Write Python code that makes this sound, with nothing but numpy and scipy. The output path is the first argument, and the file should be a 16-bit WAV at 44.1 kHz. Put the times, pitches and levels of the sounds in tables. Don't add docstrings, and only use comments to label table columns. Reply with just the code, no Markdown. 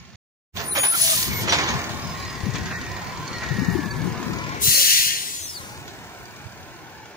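import sys
import numpy as np
from scipy import signal
from scipy.fft import rfft, irfft, next_fast_len
from scipy.io import wavfile
from scipy.ndimage import uniform_filter1d, map_coordinates

SR = 44100
rng = np.random.default_rng(int(sys.argv[2]) if len(sys.argv) > 2 else 0)


def generate_wav(sig):
    pcm = np.round(np.clip(np.atleast_2d(sig).T, -1, 1) * 32767).astype(np.int16)
    wavfile.write(sys.argv[1], SR, pcm)


def linear_from_db(decibels):
    return 10 ** (np.asarray(decibels, float) / 20)


N = 316152

# (time [s], peak [dB], pitch [Hz], left minus right [dB])
EDDIES = [(.538, -20.5, 95.6, 5), (.552, -30.5, 198, 5), (2.373, -24, 104, 12), (2.466, -17, 199, 17),
          (2.609, -21, 75, 9), (2.635, -26, 120, 6), (1.364, -21, 84, 16), (1.747, -15, 135, 22),
          (2.434, -14.5, 90, 17), (2.486, -13, 125, 20), (2.543, -17.5, 167, 26), (2.658, -28, 128, 1),
          (3.508, -12, 136, 20), (3.585, -13.5, 195, 24), (3.618, -14, 255, 21), (3.685, -10, 173, 27.5),
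          (3.753, -12.5, 350, 26), (3.789, -15, 290, 22), (3.858, -18, 199, 35), (3.97, -17, 145, 14),
          (4.057, -14, 174, 16), (4.267, -24.5, 153, 14), (4.321, -18.5, 172, 10), (4.678, -19, 115, 24.0),
          (6.456, -24, 99.6, -20)]


def unit(x):
    return x / np.sqrt(np.mean(x ** 2) + 1e-20)


def along(points, hz):
    f, v = np.transpose(points)
    return np.interp(np.log(hz + 1), np.log(f + 1), v)


def curves(rows):
    s, *cols = np.transpose(rows)
    return [np.interp(np.arange(N) / SR, s, c) for c in cols]


def during(rows, fade):
    t = np.arange(N) / SR
    return np.clip(np.minimum(t - rows[0][0], rows[-1][0] - t) / fade, 0, 1)


def wobble(rate, count=N):
    knots = int(count * rate / SR) + 2
    return np.interp(np.arange(count) * rate / SR, np.arange(knots), rng.standard_normal(knots))


def filtered(x, response):
    m = next_fast_len(N + 8192)
    return irfft(rfft(x, m) * response(np.fft.rfftfreq(m, 1 / SR)), m)[..., :N]


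def resonances(modes, f):
    total = 0
    for k, (c, w, db) in enumerate(modes):
        total = total + (-1) ** k * linear_from_db(db) * 1j * f * w / (c * c - f * f + 1j * f * w)
    return total


def rush(spectrum, patchy_db, modes=(), lift=0, alike=None, size=512):
    # (frequency [Hz], left-right correlation)
    usual_alike = [(300, 0.81), (1000, 0.8), (2500, 0.45), (6000, 0.35), (12000, 0.2)]
    if alike is None:
        alike = usual_alike
    z = signal.stft(rng.standard_normal((2, N)), nperseg=size)[2]
    field = uniform_filter1d(rng.standard_normal(z.shape[1:]), size=3, axis=0)
    field = uniform_filter1d(field, size=8, axis=1)
    pair = signal.istft(z * linear_from_db(patchy_db * unit(field)), nperseg=size)[1][:, :N]

    def mid_side(hz):
        turn = np.arccos(np.clip(along(alike, hz), -1, 1)) / 2
        colour = linear_from_db(along(spectrum, hz)) * (1 + lift * np.abs(resonances(modes, hz)))
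        return colour * [np.cos(turn), np.sin(turn)]

    mid, side = filtered(pair, mid_side)
    return unit(np.array([mid + side, mid - side]))


def panned(x, pan_db):
    return x * linear_from_db(np.array([pan_db / 2, -pan_db / 2]))


def ports(pan_db):
    return linear_from_db(np.minimum([[pan_db - 4.5], [7.0 - pan_db]], 5))


def whine(hz, spread_hz, count=N):
    phase = 2 * np.pi * np.cumsum(hz + spread_hz * wobble(500, count)) / SR
    grip = linear_from_db(2.2 * wobble(40, count))
    out = []
    for port in range(2):
        strength = grip * linear_from_db(2.4 * wobble(140, count))
        out.append(strength * np.sin(phase + 1.4 * wobble(25, count)))
    return np.array(out)


def sing(rows, spread_hz):
    hz, db = curves(rows)
    return during(rows, 0.0074) * linear_from_db(db) * whine(hz, spread_hz)


def glide(s, length, from_hz, to_hz, db, spread_hz, soft):
    u, out = np.linspace(0, 1, int(length * SR)), np.zeros((2, N))
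    swell = np.abs(np.sin(np.pi * u)) ** soft
    tone = whine(from_hz + (to_hz - from_hz) * u, spread_hz, len(u))
    out[:, round(s * SR):][:, :len(u)] = linear_from_db(db) * swell * tone
    return out


def snaps(rows, spectrum, t60):
    strength, t = np.zeros(N + SR), np.arange(SR // 10) / SR
    for s, db in rows:
        strength[round(s * SR):][:len(t)] += linear_from_db(db - 60 * t / t60)
    return strength[:N] * rush(spectrum, 1.5)


def blows(t60, bright=False):
    # (time [s], peak [dB], bright share [dB])
    clanks = [(0.564, -31, 6), (0.591, -32.5, -5), (0.751, -18.5, -4), (0.77, -25.5, 2), (0.831, -18, -3.5),
              (0.849, -45, -15), (0.935, -29, 3), (1.409, -41, 15), (1.474, -17, -9), (1.494, -37, 20),
              (1.522, -13.5, 0.5), (1.579, -21.5, -7), (1.675, -24.5, -2), (1.9, -36, 6),
              (2.542, -24.5, -4), (2.66, -35.5, 5.5), (2.704, -27.5, -27), (3.418, -27, -19),
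              (5.876, -48, 10.5)]
    out, t = np.zeros(N + SR), np.arange(SR // 2) / SR
    for s, peak_db, bright_db in clanks:
        db = peak_db + (bright_db if bright else 0)
        out[round(s * SR):][:len(t)] += linear_from_db(db - 60 * t / t60) * (1 - np.exp(-t / 0.0083))
    return out[:N]


def street(beat):
    # (time [s], level [dB])
    hiss = [
        (0, -64.5),
        (.3, -65),
        (.56, -43.5),
        (.95, -50),
        (1.6, -40.5),
        (2.5, -46.5),
        (3.5, -47.5),
        (6.2, -50.5),
        (7.17, -56),
    ]
    # (frequency [Hz], level [dB])
    hiss_colour = [(4410, -10), (7500, -4.5), (8310, -8), (9210, -8), (11400, -12.5), (13400, -14),
                   (14900, -2.5), (15800, -7.5)]
    level_db, = curves(hiss)
    return linear_from_db(level_db) * panned(rush(hiss_colour, 1.4), np.array([2.5])) * unit(1 + 0.19 * beat)


def wind():
    # (time [s], level [dB], left minus right [dB])
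    buffeting = [(.5, -50, -1), (.6, -39.5, -5), (.86, -49, -10), (1.1, -42.5, 7), (1.45, -32, 4),
                 (1.62, -38, -14), (1.95, -34.5, 10), (2.28, -38.5, 1), (2.47, -42.5, 9), (2.7, -36, 0.5),
                 (3.4, -39.5, 2), (3.53, -39, 13), (4.1, -30.5, 13), (4.66, -37, 15), (4.73, -46.5, 12),
                 (5.45, -50.5, 7.5), (5.7, -46, -1), (7.17, -55.5, 1)]
    # (frequency [Hz], level [dB])
    rumble = [(22, -35), (60, -4.5), (113, 0), (193, -5), (268, -13), (303, -21), (400, -28), (520, -18.5),
              (880, -120)]
    puff_db, puff_s = -23.5, 0.047
    db, pan_db = curves(buffeting)
    t = np.arange(N) / SR
    share = np.sqrt(2 / np.cosh(pan_db * np.log(10) / 20))
    gust = share * panned(linear_from_db(db), pan_db)
    for s, peak_db, hz, side_db in EDDIES:
        gust = gust + linear_from_db(peak_db + puff_db) * ports(side_db) * np.exp(-((t - s) / puff_s) ** 2)

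    def lumps(rate):
        return linear_from_db(2.6 * np.array([wobble(rate), wobble(rate)]))

    low = unit(lumps(16) * rush(rumble, 2.1, alike=[(100, 0.31)]))
    flap_colour = [(70, -26), (140, 3.5), (230, 3.5), (380, -1), (700, -34)]
    flap = unit(lumps(30) * rush(flap_colour, 2.6, alike=[(100, 0.28)]))
    return linear_from_db(-1.0) * gust * low + linear_from_db(8.5) * gust ** 1.54 * flap


def thumps():
    out, t = np.zeros((2, N + SR)), np.arange(SR // 8) / SR
    for s, db, hz, pan_db in EDDIES:
        swing = linear_from_db(db - 60 * t / 0.069) * (1 - np.exp(-t / 0.00097)) * np.sin(2 * np.pi * hz * t)
        out[:, round(s * SR):][:, :len(t)] += swing * ports(pan_db)
    return filtered(out[:, :N], lambda hz: (1j * hz / (45 + 1j * hz)) ** 2)


def pins():
    # (time [s], peak [dB], pitch [Hz], t60 [s])
    struck = [
        (1.4936, -14, 5770, 0.086),
        (1.522, -21, 3550, .07),
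        (1.675, -21, 3500, .06),
        (1.681, -31.5, 6400, 0.22),
        (3.907, -26, 4560, 0.051),
        (5.447, -27, 6240, 0.069),
    ]
    out, t = np.zeros(N + SR), np.arange(SR // 4) / SR
    for s, db, hz, t60 in struck:
        decay = linear_from_db(db - 60 * t / t60 + 1.5 * wobble(140, len(t)))
        out[round(s * SR):][:len(t)] += decay * (1 - np.exp(-t / 0.00074)) * np.sin(2 * np.pi * hz * t)
    return out[:N]


def rings():
    # (time [s], length [s], pitch [Hz], level [dB])
    squeaks = [(.68, 0.074, 10700, -41), (.81, 0.24, 10560, -33), (1.05, 0.075, 11000, -29),
               (1.1, 0.048, 8140, -28), (1.1, 0.084, 11000, -48), (.72, .08, 13850, -38),
               (.71, 0.027, 4040, -41.5), (0.765, 0.04, 560, -33), (.92, 0.039, 1372, -28),
               (1.0, 0.081, 662, -37.5), (1.09, 0.059, 650, -35), (1.09, 0.061, 1210, -34.5),
               (1.3, 0.12, 2200, -35), (2.7, 0.079, 1824, -35), (6.96, .05, 4600, -57),
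               (2.0, 0.15, 5100, -44), (2.17, 0.21, 5000, -44), (3.258, 0.14, 4350, -41),
               (2.15, 0.16, 4040, -48), (4.745, 0.14, 541, -40.5)]
    out, t = np.zeros((2, N + SR)), np.arange(SR // 2) / SR
    for s, length, hz, db in squeaks:
        swell = np.sin(np.pi * np.clip(t / length, 0, 1)) ** 0.2 * linear_from_db(3 * wobble(60, len(t)))
        tone = whine(hz, 10 + .03 * min(hz, 5500), len(t))
        out[:, round(s * SR):][:, :len(t)] += linear_from_db(db + 3) * swell * tone
    return out[:, :N]


def metalwork():
    # (frequency [Hz], width [Hz], level [dB])
    steel = [(680, 19, -5), (1070, 63, -10.5), (1830, 35, -41), (3440, 270, -5.5), (3870, 29, -2),
             (5100, 53, -22), (5740, 20, 4), (6500, 21, -9), (6920, 30, -1)]
    # (start [s], length [s], from [Hz], to [Hz], level [dB])
    panel_hums = [
        (1.8, .8, 1130, 1050, -42),
        (2.12, .5, 1920, 1900, -43),
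        (2.5, .58, 1900, 1850, -38),
        (2.85, .52, 990, 1030, -41),
        (3.3, .5, 1920, 1850, -37),
        (3.44, .7, 1725, 1725, -40),
        (3.6, .5, 930, 950, -44),
        (4.02, .55, 1010, 980, -42),
        (2.55, .3, 1620, 1540, -43),
    ]
    # (time [s], peak [dB])
    hard_edges = [(.5538, -32), (.5637, -26), (.5707, -27), (.603, -20), (.7513, -19), (.772, -21),
                  (.778, -13), (.8346, -15), (.85, -17), (.9369, -20), (1.4772, -23), (1.4821, -17),
                  (1.4936, -19), (1.5235, -7.5), (1.528, -20), (1.536, -16), (1.544, -11), (1.551, -17),
                  (1.587, -16), (1.603, -21), (1.705, -16), (.842, -19), (.858, -22), (2.71, -27),
                  (5.8785, -33), (5.895, -38), (6.405, -39.5), (6.984, -42)]
    # (time [s], peak [dB])
    clicks = [(5.7194, -50), (5.7694, -53), (5.8257, -56), (5.8745, -54), (6.0094, -53), (6.0541, -50),
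              (6.1035, -52), (6.1419, -49), (6.1863, -46), (6.2322, -47), (6.2761, -52), (6.322, -49),
              (6.3644, -49), (6.4144, -54), (6.4587, -54), (6.5071, -51), (6.5535, -52), (6.6094, -49),
              (6.6594, -54), (6.7164, -55), (6.7795, -52), (6.8423, -52), (6.9022, -50), (6.9636, -54),
              (7.0319, -55), (7.0998, -50)]
    # (time [s], peak [dB])
    firing_ticks = [(2.0717, -30), (2.2498, -30), (2.4553, -32), (2.5042, -29), (2.5376, -26), (2.5556, -23),
                    (2.584, -27), (2.6319, -31), (2.6574, -27), (2.7581, -35), (2.814, -28), (2.9168, -31),
                    (3.2774, -26), (3.3303, -29), (3.3837, -32), (3.4356, -29), (3.4865, -33), (3.5404, -32),
                    (3.6466, -31), (4.2303, -33), (4.3849, -32), (4.4917, -33), (5.8785, -33)]
    clank_t60 = 0.17
    body = rush([(300, -9), (550, 6.5), (1200, 12.5), (2600, 12.5), (3600, -36.0)], 3.0, steel, lift=0.25)
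    edge_colour = [(2200, -25.5), (3000, -1.0), (6500, -9.5), (9000, -19.0), (15000, -34.5)]
    edge = rush(edge_colour, 3.3, steel, lift=1.8)
    clanking = blows(clank_t60) * body + linear_from_db(-1.5) * blows(clank_t60, bright=True) * edge
    hums = linear_from_db(3) * sum(glide(*row, spread_hz=65, soft=.4) for row in panel_hums)
    crack_colour = [(300, -26), (800, -4), (2500, 1), (4500, -5.5), (7500, -13), (12000, -31)]
    cracks = linear_from_db(-6) * snaps(hard_edges, crack_colour, t60=.025)
    click_colour = [(6000, -40), (12000, -16), (14000, -6), (15000, 0), (15800, -6)]
    ratchet = linear_from_db(2.5) * snaps(clicks, click_colour, t60=.035)
    tap_colour = [(2000, -25), (3500, -7), (4600, -1), (5600, -4), (6600, 0), (8000, -14), (12000, -30)]
    taps = linear_from_db(-7) * snaps(firing_ticks, tap_colour, t60=0.045)
    return taps + hums + cracks + ratchet + pins() + rings() + clanking


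def brakes():
    # (time [s], pitch [Hz], level [dB])
    main_modes = [
        [(.63, 9486, -46), (.658, 9680, -26), (.72, 9790, -21), (.77, 9830, -23), (.795, 9720, -17),
         (.82, 9760, -12), (.89, 9930, -15), (.94, 9960, -36)],
        [(.87, 10140, -34), (.9, 10170, -18), (.96, 10210, -21), (1.02, 10150, -17), (1.07, 10020, -17),
         (1.11, 9870, -22), (1.165, 9860, -24), (1.2, 9900, -40)],
    ]
    # (start [s], length [s], from [Hz], to [Hz], level [dB])
    side_modes = [
        (.745, .22, 11930, 12280, -41),
        (.53, .2, 14950, 14350, -43),
        (.73, .17, 14450, 15100, -33),
        (1.155, .06, 12750, 12650, -36),
        (1.215, .09, 12130, 11980, -35),
        (1.28, .16, 11980, 12170, -34),
        (.89, .17, 13470, 13400, -32),
        (.76, .1, 6750, 6600, -33),
    ]
    # (time [s], extra level [dB])
    grips = [(.683, 4), (.711, 4), (.731, 4), (.772, 5), (.815, 2), (.848, 5), (.858, 4), (.87, 6),
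             (.887, 8), (.901, 8), (.914, 4), (.934, 5), (.953, 4), (1.019, 8), (1.039, 6), (1.065, 7),
             (1.093, 4), (1.119, 5), (1.163, 5)]
    grip_s, slack_db = .004, -4
    t = np.arange(N) / SR
    jerk_db = slack_db + sum(db * np.exp(-((t - s) / grip_s) ** 2) for s, db in grips)
    loud = linear_from_db(jerk_db + 0.2) * sum(sing(rows, spread_hz=55) for rows in main_modes)
    rest = linear_from_db(3.5) * sum(glide(*row, spread_hz=55, soft=.6) for row in side_modes)
    return panned(loud, np.array([3.5])) + panned(rest, np.array([1.2]))


def air():
    # (time [s], flow [dB], sharpness [dB]: high pressure sizzles, low pressure roars)
    bursts = [
        [(.92, -46, -3), (.96, -30, 6), (1.032, -23, 4), (1.228, -29, 10), (1.318, -44, 10), (1.46, -30.5, -6)],
        [(4.59, -47, -8), (4.62, -25.5, 9.5), (4.67, -18.5, 3), (4.926, -17.5, -4), (5.08, -22, -3.5),
         (5.1, -24.5, -8), (5.252, -32, -1.5), (5.48, -39.5, 7), (5.85, -53.5, -5)],
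    ]
    burst_pan_db = (1.8, 2.5)
    # (time [s], pitch [Hz], level [dB])
    last_air = [
        (5.17, 9500, -46),
        (5.24, 8450, -39),
        (5.3, 7800, -37),
        (5.36, 7200, -34.5),
        (5.44, 6230, -35),
        (5.52, 5150, -38),
        (5.57, 4450, -38),
        (5.62, 3900, -52),
    ]
    # (frequency [Hz], width [Hz], level [dB])
    nozzle = [(1840, 60, -4), (2800, 250, -2), (4300, 450, 2), (5120, 150, -4), (6860, 350, 0)]
    # (frequency [Hz], level [dB])
    roar_colour = [(760, -61), (1300, -19), (1550, -11), (1890, 0.5), (2330, -2), (2810, 3), (3500, -2),
                   (4550, -63.5), (7700, -120)]
    jet_colour = [(1940, -60.5), (3300, -3), (3470, -3.5), (4810, -6), (5980, 3), (6830, -4.5),
                  (8200, -8.5), (13000, -21)]
    sizzle_colour = [(4410, -28), (7500, 2), (7960, 1.5), (9160, 6), (9930, 5), (13500, 1), (14900, 5.5),
                     (15500, 10), (15800, -5)]
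    # (frequency [Hz], left-right correlation)
    jet_alike = [(1000, .5), (2400, .4), (3200, .88), (3900, .88), (4800, .4), (8000, .5), (12000, .2)]
    roar_db, sizzle_db, sizzle_follows = -9.5, 0.5, 0.5
    subsonic_s, dull_hz, dull_db = 5.08, 10500, -5
    flow_db, sharp_db = curves(sum(bursts, []))
    flutter = linear_from_db(0.7 * wobble(900))
    roar = rush(roar_colour, 1.8, nozzle, lift=0.56, alike=jet_alike)
    jet = rush(jet_colour, 2.3, nozzle, lift=1.2, alike=jet_alike, size=1024)
    jet = linear_from_db(flow_db + roar_db - sharp_db) * roar + linear_from_db(flow_db) * jet
    jet = filtered(jet, lambda hz: 1 - .1 * np.exp(-((hz - 3500) / 220) ** 2))
    sizzle = linear_from_db(flow_db + sizzle_db + sizzle_follows * sharp_db) * rush(sizzle_colour, 0.59)
    slow = np.clip((np.arange(N) / SR - subsonic_s) / .03, 0, 1)
    dull = filtered(sizzle, lambda hz: linear_from_db(dull_db * np.clip(hz / dull_hz - .9, 0, .2) * 5))
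    sizzle = (1 - slow) * sizzle + slow * linear_from_db([[1.5], [-1.5]]) * dull
    both = flutter * (jet + panned(sizzle, np.array([2.5])))
    vented = 0
    for rows, pan_db in zip(bursts, burst_pan_db):
        vented = vented + during(rows, 0.039) * panned(both, np.array([pan_db]))
    return vented + sing(last_air, spread_hz=160)


def firing_beat():
    # (time [s], firings so far)
    firings = [
        (0, 0),
        (2.4553, 96),
        (2.9656, 116),
        (3.2774, 128),
        (4.4917, 174),
        (7.2, 275.4),
    ]
    turn = curves(firings)[0]
    size = linear_from_db(2.1 * rng.standard_normal(int(turn[-1]) + 1))[turn.astype(int)]
    beat = size * linear_from_db(4.5 * (turn % 2 < 1)) * np.exp(-3.5 * (turn % 1))
    return uniform_filter1d(beat, size=100)


def engine():
    # (time [s], level [dB], brightness of the valve clatter over the drone [dB])
    walk = [(.5, -56, 1), (.6, -35, -3.5), (.72, -38.5, -8.5), (.9, -45, 6.5), (1.1, -41, 15),
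            (1.42, -36, -2.5), (1.62, -27, -3.5), (1.92, -35.5, -6.5), (2.3, -40, -3), (3.2, -38, -6),
            (3.45, -37.5, -3.5), (3.9, -39.5, -6.5), (4.55, -35, -7.5), (4.64, -40, -5), (4.92, -47, 20),
            (5.5, -47, -3), (5.65, -42, -8), (7.17, -44.5, -9)]
    # (frequency [Hz], level [dB])
    exhaust_colour = [(24, -48), (40, -26), (64, -6), (98, -4.5), (211, -5), (349, -4.5), (450, -8.5),
                      (580, -13.5), (990, -120)]
    drone_colour = [(150, -27), (250, -12.5), (302, -5.5), (541, -7), (1020, 1.5), (1220, -4.5),
                    (1500, -6.5), (1950, -15.5), (3300, -120)]
    knock_colour = [(760, -28), (1300, -12.5), (1890, -2), (2070, -3.5), (2380, -5.5), (2900, -6.5),
                    (3770, -51.5), (6380, -120)]
    tick_colour = [(1470, -40.5), (2500, -6.5), (2990, -3.5), (3710, -3.5), (4920, -5.5), (5690, -6.5),
                   (6490, -7), (8000, -20), (10400, -34), (17600, -120)]
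    # (frequency [Hz], width [Hz], level [dB])
    panels = [(350, 91, -2), (701, 152, -5), (935, 18, -11), (1046, 46, -6.5), (1424, 250, -6),
              (1727, 70, -1.5), (1827, 130, -7.5), (2320, 136, -3.5)]
    valves = [(4550, 280, -4), (5220, 300, -6.5), (6620, 160, 5)]
    # (frequency [Hz], level [dB])
    front = [(500, -1), (720, -0.5), (900, 1), (1200, -7), (1500, 2.5), (1900, -3.5), (2300, -1)]
    # from, to [s]; in effect a quick step
    round_cab = (5.9, 5.7)
    knock_db, knock_follows = -0.5, 0.42
    shake_dbs, shake_t60 = (-17.5, -19, -22), 0.19
    drone_db, bright_db = curves(walk)
    steady_db = [drone_db, drone_db + knock_db + knock_follows * bright_db, drone_db + bright_db]
    shaken = [linear_from_db(db) + linear_from_db(shake_db) * blows(shake_t60) for db, shake_db in zip(steady_db, shake_dbs)]
    hum, thud, tick = shaken
    beat = firing_beat()
    exhaust = linear_from_db(-7) * hum * rush(exhaust_colour, 2.3, alike=[(60, 0.76), (290, 0.9)])
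    drone = hum * rush(drone_colour, 2.4, panels, lift=2.2, size=1536) * unit(1 + .2 * beat)
    knock = thud * rush(knock_colour, 2.4, panels, lift=2.2, size=1536) * unit(1 + .25 * beat)
    ticking = 0.61 * unit(beat) * rush(tick_colour, 3.2, valves, lift=2.3)
    clatter = tick * (rush(tick_colour, 1.9, size=1024) + ticking)
    ahead = np.interp(np.arange(N) / SR, round_cab, (0, 1))
    block = drone + knock
    block = (1 - ahead) * block + ahead * filtered(block, lambda hz: linear_from_db(along(front, hz)))
    return exhaust + block + clatter + street(beat)


def scene():
    # (time [s], left lag [samples], left minus right [dB])
    bearing = [
        (0, -4.5, -3),
        (.6, 7.5, -4.5),
        (1.7, 7.5, -1),
        (2.2, 1, -1),
        (3.2, 2, -1),
        (4.2, -2, -1),
        (4.7, -19.5, 3.5),
        (5.3, -18, 1),
        (5.8, -6, -0.5),
        (7.17, -3, -0.5),
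    ]
    lag, pan_db = curves(bearing)
    truck = panned(engine() + metalwork(), pan_db) + air()
    heard = []
    for side, sign in zip(truck, (1, -1)):
        heard.append(map_coordinates(side, [np.arange(N) - sign * lag / 2], mode="nearest"))
    return np.array(heard) + brakes() + wind() + thumps()


def thinned(x, margin_db, starved_db, weak_db):
    hz, t, z = signal.stft([x[0] + x[1], x[0] - x[1]], SR, window="cosine", nperseg=2048)
    line_hz = hz[:1024, None]
    power = np.abs(z[:, :1024]) ** 2
    treble = np.clip((line_hz - 6500) / 1500, 0, 1) * (line_hz < 14200)
    band = np.repeat(power.reshape(2, 64, 16, -1).mean(axis=2), 16, axis=1)
    luck = unit(uniform_filter1d(rng.standard_normal((64, len(t))), size=2))
    luck = np.repeat(luck, 16, axis=0)
    loud = 10 * np.log10(band / band.mean(axis=(0, 1)) + 1e-12)
    need = margin_db - 1.2 * (1 - treble) + starved_db * luck * treble * np.clip(-loud / 20, .1, 1)
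    mask = uniform_filter1d(band.mean(axis=0), size=150, axis=0) * linear_from_db(2 * need)
    strong = power > band * linear_from_db(2 * weak_db) * (.3 + .7 * treble)
    keep = ((band > mask) | (line_hz < 2500)) & strong
    z[:, :1024] *= keep * (line_hz < 15650)
    mid, side = signal.istft(z, SR, window="cosine", nperseg=2048)[1][:, :N] / 2
    return np.array([mid + side, mid - side])


def top_cut(x):
    return signal.sosfilt(signal.butter(12, 16860, fs=SR, output="sos"), x)


def record(dry):
    # from, to [s]
    silence = (0.159, 0.5197)
    t = np.arange(N) / SR
    gate = np.clip((silence[0] - t) / 0.002, 0, 1) + np.clip((t - silence[1]) / 0.042, 0, 1) ** 3
    sparse = thinned(dry, margin_db=-6, starved_db=5, weak_db=-1)
    return top_cut(sparse * gate)


dry = scene()
out = record(dry)
generate_wav(out)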